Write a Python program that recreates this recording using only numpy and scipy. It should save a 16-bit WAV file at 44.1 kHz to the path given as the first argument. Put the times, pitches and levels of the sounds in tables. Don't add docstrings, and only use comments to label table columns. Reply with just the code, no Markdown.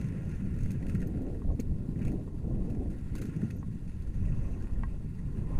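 import sys
import numpy as np
from scipy import signal
from scipy.fft import rfft, irfft, next_fast_len
from scipy.io import wavfile
from scipy.ndimage import uniform_filter1d, minimum_filter1d

SR = 44100
rng = np.random.default_rng(int(sys.argv[2]) if len(sys.argv) > 2 else 0)


def output_pcm(signal):
    pcm = np.clip(np.atleast_2d(signal).T, -1, 1) * 32767
    wavfile.write(sys.argv[1], SR, np.round(pcm).astype(np.int16))


def field_ratio(decibels):
    return 10 ** (np.asarray(decibels, dtype=float) / 20)


N = 246519


def evened(x):
    return x / np.sqrt(np.mean(x ** 2) + 1e-20)


def columns(rows, t):
    s, *values = np.transpose(rows)
    return np.array([np.interp(t, s, v) for v in values])


def add(mix, s, sound):
    part = mix[max(round(s * SR), 0):][:len(sound)]
    part += sound[:len(part)]


def ring(x, modes):
    hz = abs(np.fft.fftfreq(next_fast_len(len(x)), 1 / SR))
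    power = sum(field_ratio(2 * db) / (1 + (1.19 * (hz - f) / w) ** 2) ** 2 for f, w, db in modes)
    log_gain = 0.5 * np.log(power / np.mean(power))
    body = np.exp(np.conj(signal.hilbert(log_gain)))[:len(hz) // 2 + 1]
    return irfft(rfft(x, len(hz)) * body, len(hz))[:len(x)]


def lumps(seconds):
    size = max(int(seconds * SR), 2)
    smooth = uniform_filter1d(rng.standard_normal(N), size)
    return evened(uniform_filter1d(smooth, size))


def patchy(x, patchy_db):
    z = signal.stft(x, nperseg=256)[2]
    patches = uniform_filter1d(rng.standard_normal(z.shape), 4, 0)
    patches = evened(uniform_filter1d(patches, 7, 1))
    gain = field_ratio(patchy_db * patches - patchy_db ** 2 / 8.4)
    return signal.istft(z * gain, nperseg=256)[1][:N]


def asphalt(per_s, spread_db, lumpy_db):
    size_db = spread_db * np.minimum(rng.exponential(1, N), 4)
    grains = rng.standard_normal(N) * (rng.random(N) < per_s / SR) * field_ratio(size_db)
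    force = evened(grains) + 1.97 * rng.standard_normal(N)
    return evened(force * field_ratio(lumpy_db * lumps(0.026)))


# start_s, roughness_db, heel_load_db
ROAD = [(0.0, -61, -4.5), (0.42, -62.5, -7), (0.92, -65.5, -2.5), (1.1, -66.5, -4.5), (1.38, -72, -0.5),
        (2.12, -70.5, 2), (2.46, -72, 4), (2.69, -68, 2.5), (2.86, -70.5, -0.5), (3.11, -65.5, -4),
        (3.38, -63.5, -4), (3.63, -71.5, -2.5), (4.12, -68.5, -2.5), (4.3, -64.5, -3.5), (4.69, -66.5, 1),
        (5.12, -70.5, -1), (5.36, -67, 1), (5.59, -62.5, 7)]
# hz, width_hz, level_db
BOOT_MODES = [(926, 230, -4), (1060, 28, -2)]
# hz, width_hz, level_db
FRAME_MODES = [(1417, 100, 4.5), (1653, 110, 2), (1863, 130, 3), (2030, 134, -1.5), (2274, 490, -4.5),
               (2578, 154, -1.5), (2790, 68, -5)]
# hz, width_hz, level_db
TREAD_MODES = [(3650, 710, 1), (3970, 170, -1), (4530, 470, 2), (5210, 480, -2), (6530, 2000, -3),
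               (7350, 240, -0.5), (8710, 1340, 1), (9740, 1000, -1.5), (10250, 810, -6)]
# hz, width_hz, level_db
GRIT_BANDS = [(11400, 900, 0), (12400, 1000, 0), (13400, 1000, -2), (14400, 1000, -4)]


def rolling():
    rough_db, heel_db = columns(ROAD, np.arange(N) / SR)
    over_db = rough_db + 66
    road = asphalt(per_s=900, spread_db=2.0, lumpy_db=0.78)
    frame = road * field_ratio(rough_db)
    tread = road * field_ratio(-73 + 0.31 * over_db)
    grit = road * field_ratio(-82.5 + 0.083 * over_db)
    boot = ring(road * field_ratio(rough_db + heel_db), BOOT_MODES)
    pebbles_per_s, pebble_db, spread_db = 41, -89, 3.5
    pebble_db = pebble_db + over_db + spread_db * np.minimum(rng.exponential(1, N), 3)
    flicks = (rng.random(N) < pebbles_per_s / SR) * field_ratio(pebble_db)
    grit = grit + signal.oaconvolve(flicks, np.hanning(220), "same") * rng.standard_normal(N)
    low = boot + patchy(ring(frame, FRAME_MODES), patchy_db=1.5)
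    return low, ring(tread, TREAD_MODES) + ring(grit, GRIT_BANDS)


# start_s, length_s, lift_db
GLIDE_LOADS = [
    (-.2, 0.73, 8.5),
    (0.599, .42, 9),
    (3.116, 0.54, 8),
    (3.84, .1, 7),
    (4.097, .56, 8.5),
    (5.197, .6, 5),
]
# hz, width_hz, level_db
AXLE_MODES = [(6050, 340, 16), (6630, 240, 17)]


def axles():
    t = np.arange(N) / SR
    level_db, ease_s = -86, 0.14
    for s, length, lift_db in GLIDE_LOADS:
        inside_s = np.minimum(t - s, s + length - t)
        level_db = level_db + lift_db * np.clip(inside_s / ease_s + 0.5, 0, 1)
    return ring(asphalt(per_s=1100, spread_db=2, lumpy_db=2.5) * field_ratio(level_db), AXLE_MODES)


def strike(length_s, chance):
    t = np.arange(chance.shape[1]) / SR
    swell = 1 - np.exp(-(t / (0.5 * length_s)) ** 2)
    fade = np.exp(-t / (0.22 * length_s)) + 0.33 * np.exp(-t / (1.62 * length_s))
    tick = 0.3 * np.exp(-((t - 0.4 * length_s - 0.001) / 0.0016) ** 2)
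    bumps = evened(uniform_filter1d(chance[0], 60))
    rattle = field_ratio(2.9 * np.clip(bumps, -2, 1.5))
    return (swell * fade * rattle + tick) * evened(0.15 * chance[1] + chance[2:])


# start_s, level_db, dullness_db, length_ms
SLAB_HITS = [(.0124, -44.5, -6, 7), (.0425, -50, 1, 11), (.066, -53, -8, 7), (.086, -47.5, -5, 6),
             (.121, -53, -3, 8), (.25, -54, -12, 10), (.293, -51, -2, 8), (.311, -51.5, 2, 25),
             (.451, -60, 5, 8), (.54, -53, -10, 10), (.587, -50, -3, 9), (.6065, -47, -10, 21),
             (.632, -44, -10, 10), (.658, -47, -6, 14), (.7057, -42, -11, 13), (.716, -42.5, -21, 7),
             (.826, -55, -2, 8), (.866, -46, -5, 8), (.884, -47, -8, 9), (.894, -44, -3, 17),
             (.9476, -44.5, -12, 8), (.951, -56.5, 13, 9), (1.002, -47, -9, 8), (1.0157, -46, -5, 10),
             (1.025, -48, 0, 7), (1.0715, -45.5, -44, 5), (1.172, -56, -1, 10), (1.2175, -51.5, -22, 10),
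             (1.2655, -57.5, 2, 13), (1.344, -56.5, 2, 12)]
# start_s, level_db, dullness_db, length_ms, upper_frame_lean_db
STUD_HITS = [(1.5943, -48, -1, 7, 2), (1.6, -37, -20, 7, 1), (1.958, -72, 12, 9.2, -3),
             (1.9906, -54, 1, 6, -1), (2.016, -52, 3, 19, 0), (2.028, -53, -4, 7.7, 3),
             (2.05, -45, -3, 10, 3), (2.0704, -49, -10, 17, 7), (2.079, -46, -3, 9.2, 2),
             (2.117, -48, -14, 12.5, -8), (3.152, -36.5, -13.5, 15, -4), (3.161, -48, -24, 7, 0),
             (3.1737, -52, -3, 9.2, -1), (3.182, -44, -15, 9, 3), (3.19, -56, -1, 9.2, 2),
             (3.215, -43, -18, 4.6, 5), (3.218, -37, -14.5, 11, -6.5), (3.2524, -45.5, -9, 22, -1),
             (3.266, -54, -11, 8, -7), (3.363, -48.5, -6, 7, 0), (3.417, -52, -1, 13, -6.5),
             (3.434, -52, -7, 8, 0), (3.503, -48.5, -1.5, 8, 1), (3.508, -45, -11, 6.3, 9)]
# start_s, level_db, dullness_db, length_ms
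STONE_HITS = [(2.7, -49, -9, 13.6), (2.749, -54, -2.5, 8), (2.903, -51.5, -9, 17), (2.9133, -53.5, -7, 7.5),
              (2.985, -53, -8, 8.2), (3.568, -59, -3, 9), (3.876, -53.5, -6, 10.6), (3.893, -53.5, -4, 17),
              (4.022, -51, -5, 8.9), (4.072, -51, -8, 8.9), (4.2521, -52.5, -2, 30), (4.347, -62, -10, 7),
              (4.6009, -55, -10, 11), (4.623, -50, -10, 9.3), (4.735, -53, -17, 9.9), (4.8336, -60, 5, 6),
              (5.188, -58, -4, 15), (5.371, -57.5, 2, 10.4), (5.43, -68, -11, 5), (5.543, -66, 11, 11)]
# hz, width_hz, level_db
STRUCK_TREAD_MODES = [(3550, 1400, -2), (4490, 730, 2.5), (5500, 440, 0.5), (6420, 350, 7.5),
                      (7100, 430, 3), (8440, 1300, 1.5), (10150, 710, 3)]
# hz, width_hz, level_db
STRUCK_GRIT_BANDS = [(11800, 700, -8), (12400, 900, 20.5), (14600, 1100, 19), (15500, 550, 13)]


def blows():
    struck = np.zeros((4, N))
    blow_db, dull_share = np.array([-8, -2.5, -3, -20.5]), np.array([0.038, 1, 0.8, -0.37])
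    hits = SLAB_HITS + STUD_HITS + STONE_HITS
    smooth_from_s = STONE_HITS[5][0]
    chances = rng.standard_normal((len(hits), 6, 2500))
    for (s, db, dull_db, ms, *given_lean), chance in zip(hits, chances):
        lean_db = given_lean[0] if given_lean else 2 * chance[0, 0]
        parts_db = db + blow_db + dull_db * dull_share + lean_db * np.array([0, -1, 1, 0])
        if s >= smooth_from_s:
            parts_db[3] -= 7
        for part, level, burst in zip(struck, field_ratio(parts_db), strike(ms / 1000, chance)):
            add(part, s - 0.3 * ms / 1000, level * burst)
    bodies = STRUCK_TREAD_MODES, FRAME_MODES[:4], FRAME_MODES[4:], STRUCK_GRIT_BANDS
    return sum(ring(part, modes) for part, modes in zip(struck, bodies))


def wheels():
    low, bright = rolling()
    return low + patchy(bright + axles() + blows(), patchy_db=1.0)


# start_s, level_db, pitch_hz, length_ms
SKATE_JOLTS = [(.046, -59, 2000, 10), (.126, -57, 1850, 10.6), (.403, -70, 1400, 9.6),
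               (.543, -59, 1910, 9.2), (.632, -61, 1930, 10), (.66, -56, 2070, 9), (.705, -55, 1980, 9.8),
               (.707, -55, 2590, 10), (.735, -59, 1635, 30), (.828, -58, 1960, 16), (.865, -60, 2700, 10),
               (.893, -61, 2650, 26), (.9, -61, 1390, 16), (.952, -50, 1890, 9), (.954, -54.5, 1450, 12.5),
               (1.003, -60, 1990, 10), (1.027, -57, 1770, 9), (1.027, -58, 2690, 12),
               (1.594, -59, 2020, 7), (1.6, -44.5, 6550, 4), (1.599, -51, 2210, 5), (1.603, -57, 5500, 5),
               (1.602, -55, 7440, 6), (1.605, -51, 2330, 5.2), (1.607, -61, 4260, 9.9),
               (1.6, -56, 4530, 6), (1.96, -55, 1900, 6), (1.993, -57, 2100, 5), (2.014, -58, 2300, 5),
               (2.024, -57, 2500, 9), (2.071, -55, 2190, 6), (2.036, -55, 2180, 5), (2.053, -54, 2400, 5),
               (2.081, -51.5, 2345, 9), (3.155, -54, 1480, 8.6), (3.168, -57, 2660, 6),
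               (3.184, -59, 4070, 6), (3.183, -55, 2650, 5), (3.187, -55, 1483, 19), (3.222, -48, 1430, 8),
               (3.227, -56, 2320, 6.1), (3.228, -65, 4200, 5.9), (3.164, -57, 1900, 7),
               (3.194, -57, 2200, 7.9), (3.238, -59, 1600, 9), (3.254, -57, 1700, 10.5),
               (3.297, -57, 1450, 7.7), (3.302, -65, 2700, 8), (3.42, -58, 1750, 9.8),
               (4.234, -62, 1060, 25), (4.255, -65, 1350, 14), (4.27, -58, 1010, 14),
                (4.285, -59, 1910, 20), (4.324, -58, 2600, 8), (4.336, -57, 1060, 18),
                (4.365, -61, 1060, 18), (4.389, -63, 1060, 16), (4.449, -59, 1060, 22),
                (4.45, -62, 2590, 14), (4.476, -63, 1060, 18), (4.539, -61.5, 2600, 25),
                (4.57, -59, 1060, 28), (4.608, -60, 1600, 26), (4.645, -59, 1080, 14),
                (4.645, -60, 2620, 7), (4.701, -58, 1060, 25), (4.76, -60, 1870, 12),
                (5.189, -61, 1910, 14)]


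def jolts():
    out, rows, t = np.zeros(N), SKATE_JOLTS, np.arange(3000) / SR
    for (s, db, hz, ms), chance in zip(rows, rng.standard_normal((len(rows), 3, 3000))):
        u = t / (0.3 * ms / 1000)
        apart_hz = np.array([[-1], [0], [1.2]]) * 1400 / ms
        waver = 1 + 0.035 * evened(uniform_filter1d(chance, size=60))
        turns = np.cumsum((hz + apart_hz) * waver, axis=1) / SR
        modes = np.array([0.45, 1, 0.45]) @ np.sin(2 * np.pi * turns)
        add(out, s - 0.3 * ms / 1000, field_ratio(db - 1) * u * np.exp(1 - u) * modes)
    return out


# start_s, level_db, upper_modes_db
MOUNT_KNOCKS = [(1.257, -52, -16), (1.42, -41.5, -17), (1.479, -70, -4), (1.505, -42, -28),
                (1.592, -54, -13), (2.012, -50, -5), (2.05, -47, -19), (2.278, -43.5, -36),
                (3.153, -42, -18), (3.364, -65, -4), (3.63, -39, -17.5), (4.33, -63, -17),
                (4.836, -29.5, -11)]
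# hz, level_db, t60_s
MOUNT_MODES = [(906, -8, 0.03), (944, -4.5, 0.07), (1072, -1, 0.11), (1610, 3.5, .11), (1910, 6.5, 0.085),
               (2110, 2, .025), (2550, -1, 0.016), (3600, -13, .012), (4500, -14, .012)]


def knocks():
    out, t = np.zeros(N), np.arange(4000) / SR
    touch = np.exp(-(t / 0.0038) ** 6)
    push = (1 - np.exp(-t / 0.0003)) * (1 + touch * (0.7 + t / 0.004))
    grip = 1 / (1 + (t / 0.027) ** 6)
    for s, db, upper_db in MOUNT_KNOCKS:
        modes = 0
        for hz, mode_db, t60 in MOUNT_MODES:
            decay_db = mode_db + upper_db * (hz > 1300) - 60 * t / t60
            modes = modes + field_ratio(decay_db) * np.sin(2 * np.pi * hz * t)
        add(out, s - 0.0016, field_ratio(db - 14) * push * modes * grip)
    return out


# start_s, level_db, pitch_hz
BOOT_THUDS = [(0.947, -15, 171), (1.595, -14.5, 220), (2.013, -16.5, 197), (1.691, -28, 151),
              (3.146, -24.5, 201), (3.209, -26.5, 191), (3.25, -22, 194), (3.287, -23, 186),
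              (3.365, -15, 158), (3.431, -13.5, 195), (4.299, -22.5, 154)]


def thuds():
    out, t = np.zeros(N), np.arange(round(0.016 * SR)) / SR
    for s, db, hz in BOOT_THUDS:
        shell = np.sin(2 * np.pi * hz * t) + 0.19 * np.cos(2 * np.pi * 2 * hz * t)
        add(out, s - 0.004, field_ratio(db - 9.5) * signal.windows.tukey(len(t), 0.7) * shell)
    return out


def squeak():
    start_s, length_s, pitch_hz, level_db = 3.552, 0.03, 12650, -64
    out, t = np.zeros(N), np.arange(round(length_s * SR)) / SR
    add(out, start_s, field_ratio(level_db) * np.hanning(len(t)) * np.sin(2 * np.pi * pitch_hz * t))
    return out


# start_s,
# level_db, pitch_hz
AIR_FLAPS = [(.628, -45, 355), (.658, -52, 390), (.705, -42, 450), (.775, -51, 315), (.859, -41, 560),
             (.914, -45, 339), (1.011, -40, 322), (1.09, -43, 560), (1.139, -46, 560), (1.182, -40, 305),
             (1.194, -41, 650), (1.21, -31, 324), (1.232, -35, 491), (1.25, -38, 443), (1.27, -51, 640),
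             (1.302, -39.5, 600), (1.328, -35.5, 397), (1.355, -37.5, 470), (1.449, -41, 600),
             (1.474, -49, 600), (1.488, -47, 720), (1.432, -56, 1000), (1.501, -35, 347), (1.592, -38, 380),
             (1.598, -31, 420), (1.604, -36, 350), (1.8, -52, 370), (1.897, -51, 453), (1.954, -51, 361),
             (1.989, -46, 345), (2.018, -42, 310), (2.119, -44, 401), (2.281, -42, 390), (2.03, -33, 273),
             (2.09, -39, 282), (2.14, -26, 270), (2.415, -45, 400), (2.512, -38, 570), (2.56, -44, 520),
             (2.61, -43, 600), (2.7, -41, 500), (2.75, -44, 560), (2.824, -32, 361), (2.859, -38, 523),
             (2.944, -51, 369), (3.16, -33, 280), (3.256, -41, 300), (3.398, -37, 266)]


def flaps():
    out, cycles = np.zeros(N), 4.5
    for s, db, hz in AIR_FLAPS:
        u = np.arange(0, cycles, hz / SR) / cycles
        turns = cycles * (1.125 * u - 0.2 * u ** 2)
        tone = np.sin(2 * np.pi * turns) + 0.21 * np.sin(3.3 * np.pi * turns)
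        add(out, s - 0.001, field_ratio(db - 5) * np.sin(np.pi * u ** 0.42) ** 2 * tone)
    return out


GUST_CENTRES = [
    50,
    150,
    300,
    620,
]
# hz, density_db
WIND_SPECTRUM = [(8.8, 4.5), (15, 0), (27, 7.5), (60, -5), (152, -2.5), (245, -12), (333, -18), (494, -27),
                 (771, -39), (900, -51.5), (1170, -91), (1980, -120)]
# start_s, level_db
AIR_SPEED = [(0, -55), (.6, -54.5), (.95, -50), (1.27, -42.5), (1.39, -49.5), (1.62, -55), (1.76, -51.5),
             (2.15, -45.5), (2.33, -54.5), (2.5, -46.5), (2.86, -46.5), (3.06, -58), (3.2, -49.5),
             (3.95, -61), (4.2, -55), (4.6, -53), (5.1, -58), (5.59, -51.5)]
# start_s, level_db
WHEEL_WEIGHT = [(0.0, -32.5), (0.33, -35.5), (0.73, -31), (0.78, -38.5), (0.96, -30.5), (1.25, -46),
                (2.02, -34), (2.3, -47.5), (2.48, -34), (3.08, -42.5), (3.22, -40.5), (3.27, -43),
                (3.44, -31), (3.49, -36.5), (4.06, -45), (4.28, -33), (4.56, -41.5), (5.59, -35.5)]
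# centre_s, lift_db, half_length_s, share_reaching_edge
AIR_SLAPS = [(0.143, -4.5, 0.2, -1), (0.623, 6.5, 0.076, 0.4), (0.913, 3, 0.05, 0.85),
             (1.074, 3.5, 0.085, 0.05), (1.507, 12, 0.046, 1.1), (1.567, -1.5, 0.01, 3),
             (1.97, -0.5, 0.054, -1), (5.386, 1, 0.031, 0), (1.717, 15, 0.019, 0.3),
             (2.11, 5.5, 0.049, 0.6), (2.344, 4, 0.041, 0), (2.547, 3.5, 0.074, 0),
             (2.784, 3.5, 0.27, 0.63), (2.985, -6, 0.075, 0.2), (3.315, -5, 0.11, 1.5),
             (3.427, -6.5, 0.069, -.8), (3.746, -4.5, 0.1, 0.3), (3.998, -2, 0.089, 0),
             (4.327, 9, 0.25, 0.35), (4.609, 6.5, 0.018, 0), (4.731, 12.5, 0.01, 0), (4.88, 6, 0.14, 0.27),
             (1.43, -3, .015, 2), (1.94, -2.5, .03, 2.5), (2.34, -2, 0.045, 2.5), (4.207, -1, 0.013, 3),
             (4.64, -2, .012, 3), (4.95, -4, 0.055, 0), (5.4, 4.5, 0.054, 0.1), (5.122, -6.5, 0.054, 1),
             (5.262, 4.5, 0.05, 0), (5.557, 11.5, 0.059, 0.5)]


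def wind():
    frames, hz = N // 256 + 5, np.fft.rfftfreq(1024, 1 / SR)
    real, imag, patches = rng.standard_normal((frames, 513, 3)).T
    patches = evened(uniform_filter1d(uniform_filter1d(patches, 6, 0), 8, 1))
    t = np.arange(frames) * 256 / SR
    air_db, weight_db = columns(AIR_SPEED, t)[0], columns(WHEEL_WEIGHT, t)[0]
    s, lift_db, half, reach = np.transpose(AIR_SLAPS)[:, :, None]
    slaps_db = lift_db * np.exp(-((t - s) / half) ** 2)
    roar_db = air_db + 0.067 * weight_db
    edge_db = air_db + (reach * slaps_db).sum(0)
    eddies = uniform_filter1d(rng.standard_normal((4, frames)), size=7)
    eddies = evened(uniform_filter1d(eddies, size=7))
    parts_db = np.array([slaps_db.sum(0), weight_db, roar_db, edge_db]) + 0.11 * eddies
    parts_db = parts_db - 10 * np.log10(np.mean(field_ratio(parts_db) ** 2, axis=1, keepdims=True))
    log_hz = np.log(hz + 1)
    shares = np.array([np.interp(log_hz, np.log(GUST_CENTRES), row) for row in np.eye(4)])
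    f, density_db = np.transpose(WIND_SPECTRUM)
    shape_db = np.interp(log_hz, np.log(f), density_db) - 30 * np.log2(np.maximum(hz / 950, 1))
    flicker = evened(uniform_filter1d(rng.standard_normal(frames), 3))
    upper = shares[3] + 0.5 * shares[2]
    level_db = shape_db[:, None] + shares.T @ parts_db + 1.1 * patches + 2.15 * np.outer(upper, flicker)
    z = (real + 1j * imag) * field_ratio(level_db)
    return field_ratio(-32) * evened(signal.istft(z, nperseg=1024, noverlap=768)[1][:N])


def scene():
    return (wheels() + jolts() + knocks() + thuds() + squeak() + flaps() + wind())[None]


def thinned(x, from_hz, under_db):
    hz, _, z = signal.stft(x, SR, nperseg=1024)
    power = uniform_filter1d(abs(z) ** 2, size=5, axis=1)
    level_db = 10 * np.log10(abs(power) + 1e-20)
    bar_db = under_db + 4.0 * (hz[:, None] - from_hz) / 1000
    gain = np.clip((level_db - bar_db) / 5, 0.1, 1)
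    return signal.istft(z * gain, SR, nperseg=1024)[1][:, :N]


def band_limit(x):
    return signal.sosfilt(signal.butter(12, 15670, fs=SR, output="sos"), x)


def record(dry):
    room = minimum_filter1d(np.minimum(field_ratio(-21) / (abs(dry) + 1e-9), 1), size=441)
    held = dry * uniform_filter1d(room, size=441) ** 0.44
    low_pass = signal.firwin(151, 15300, window=("kaiser", 3.5), fs=SR)
    cut = signal.oaconvolve(held, low_pass[None], "same")
    mix = thinned(cut, from_hz=14000, under_db=-110.5)
    return band_limit(mix)


dry = scene()
out = record(dry)
output_pcm(out)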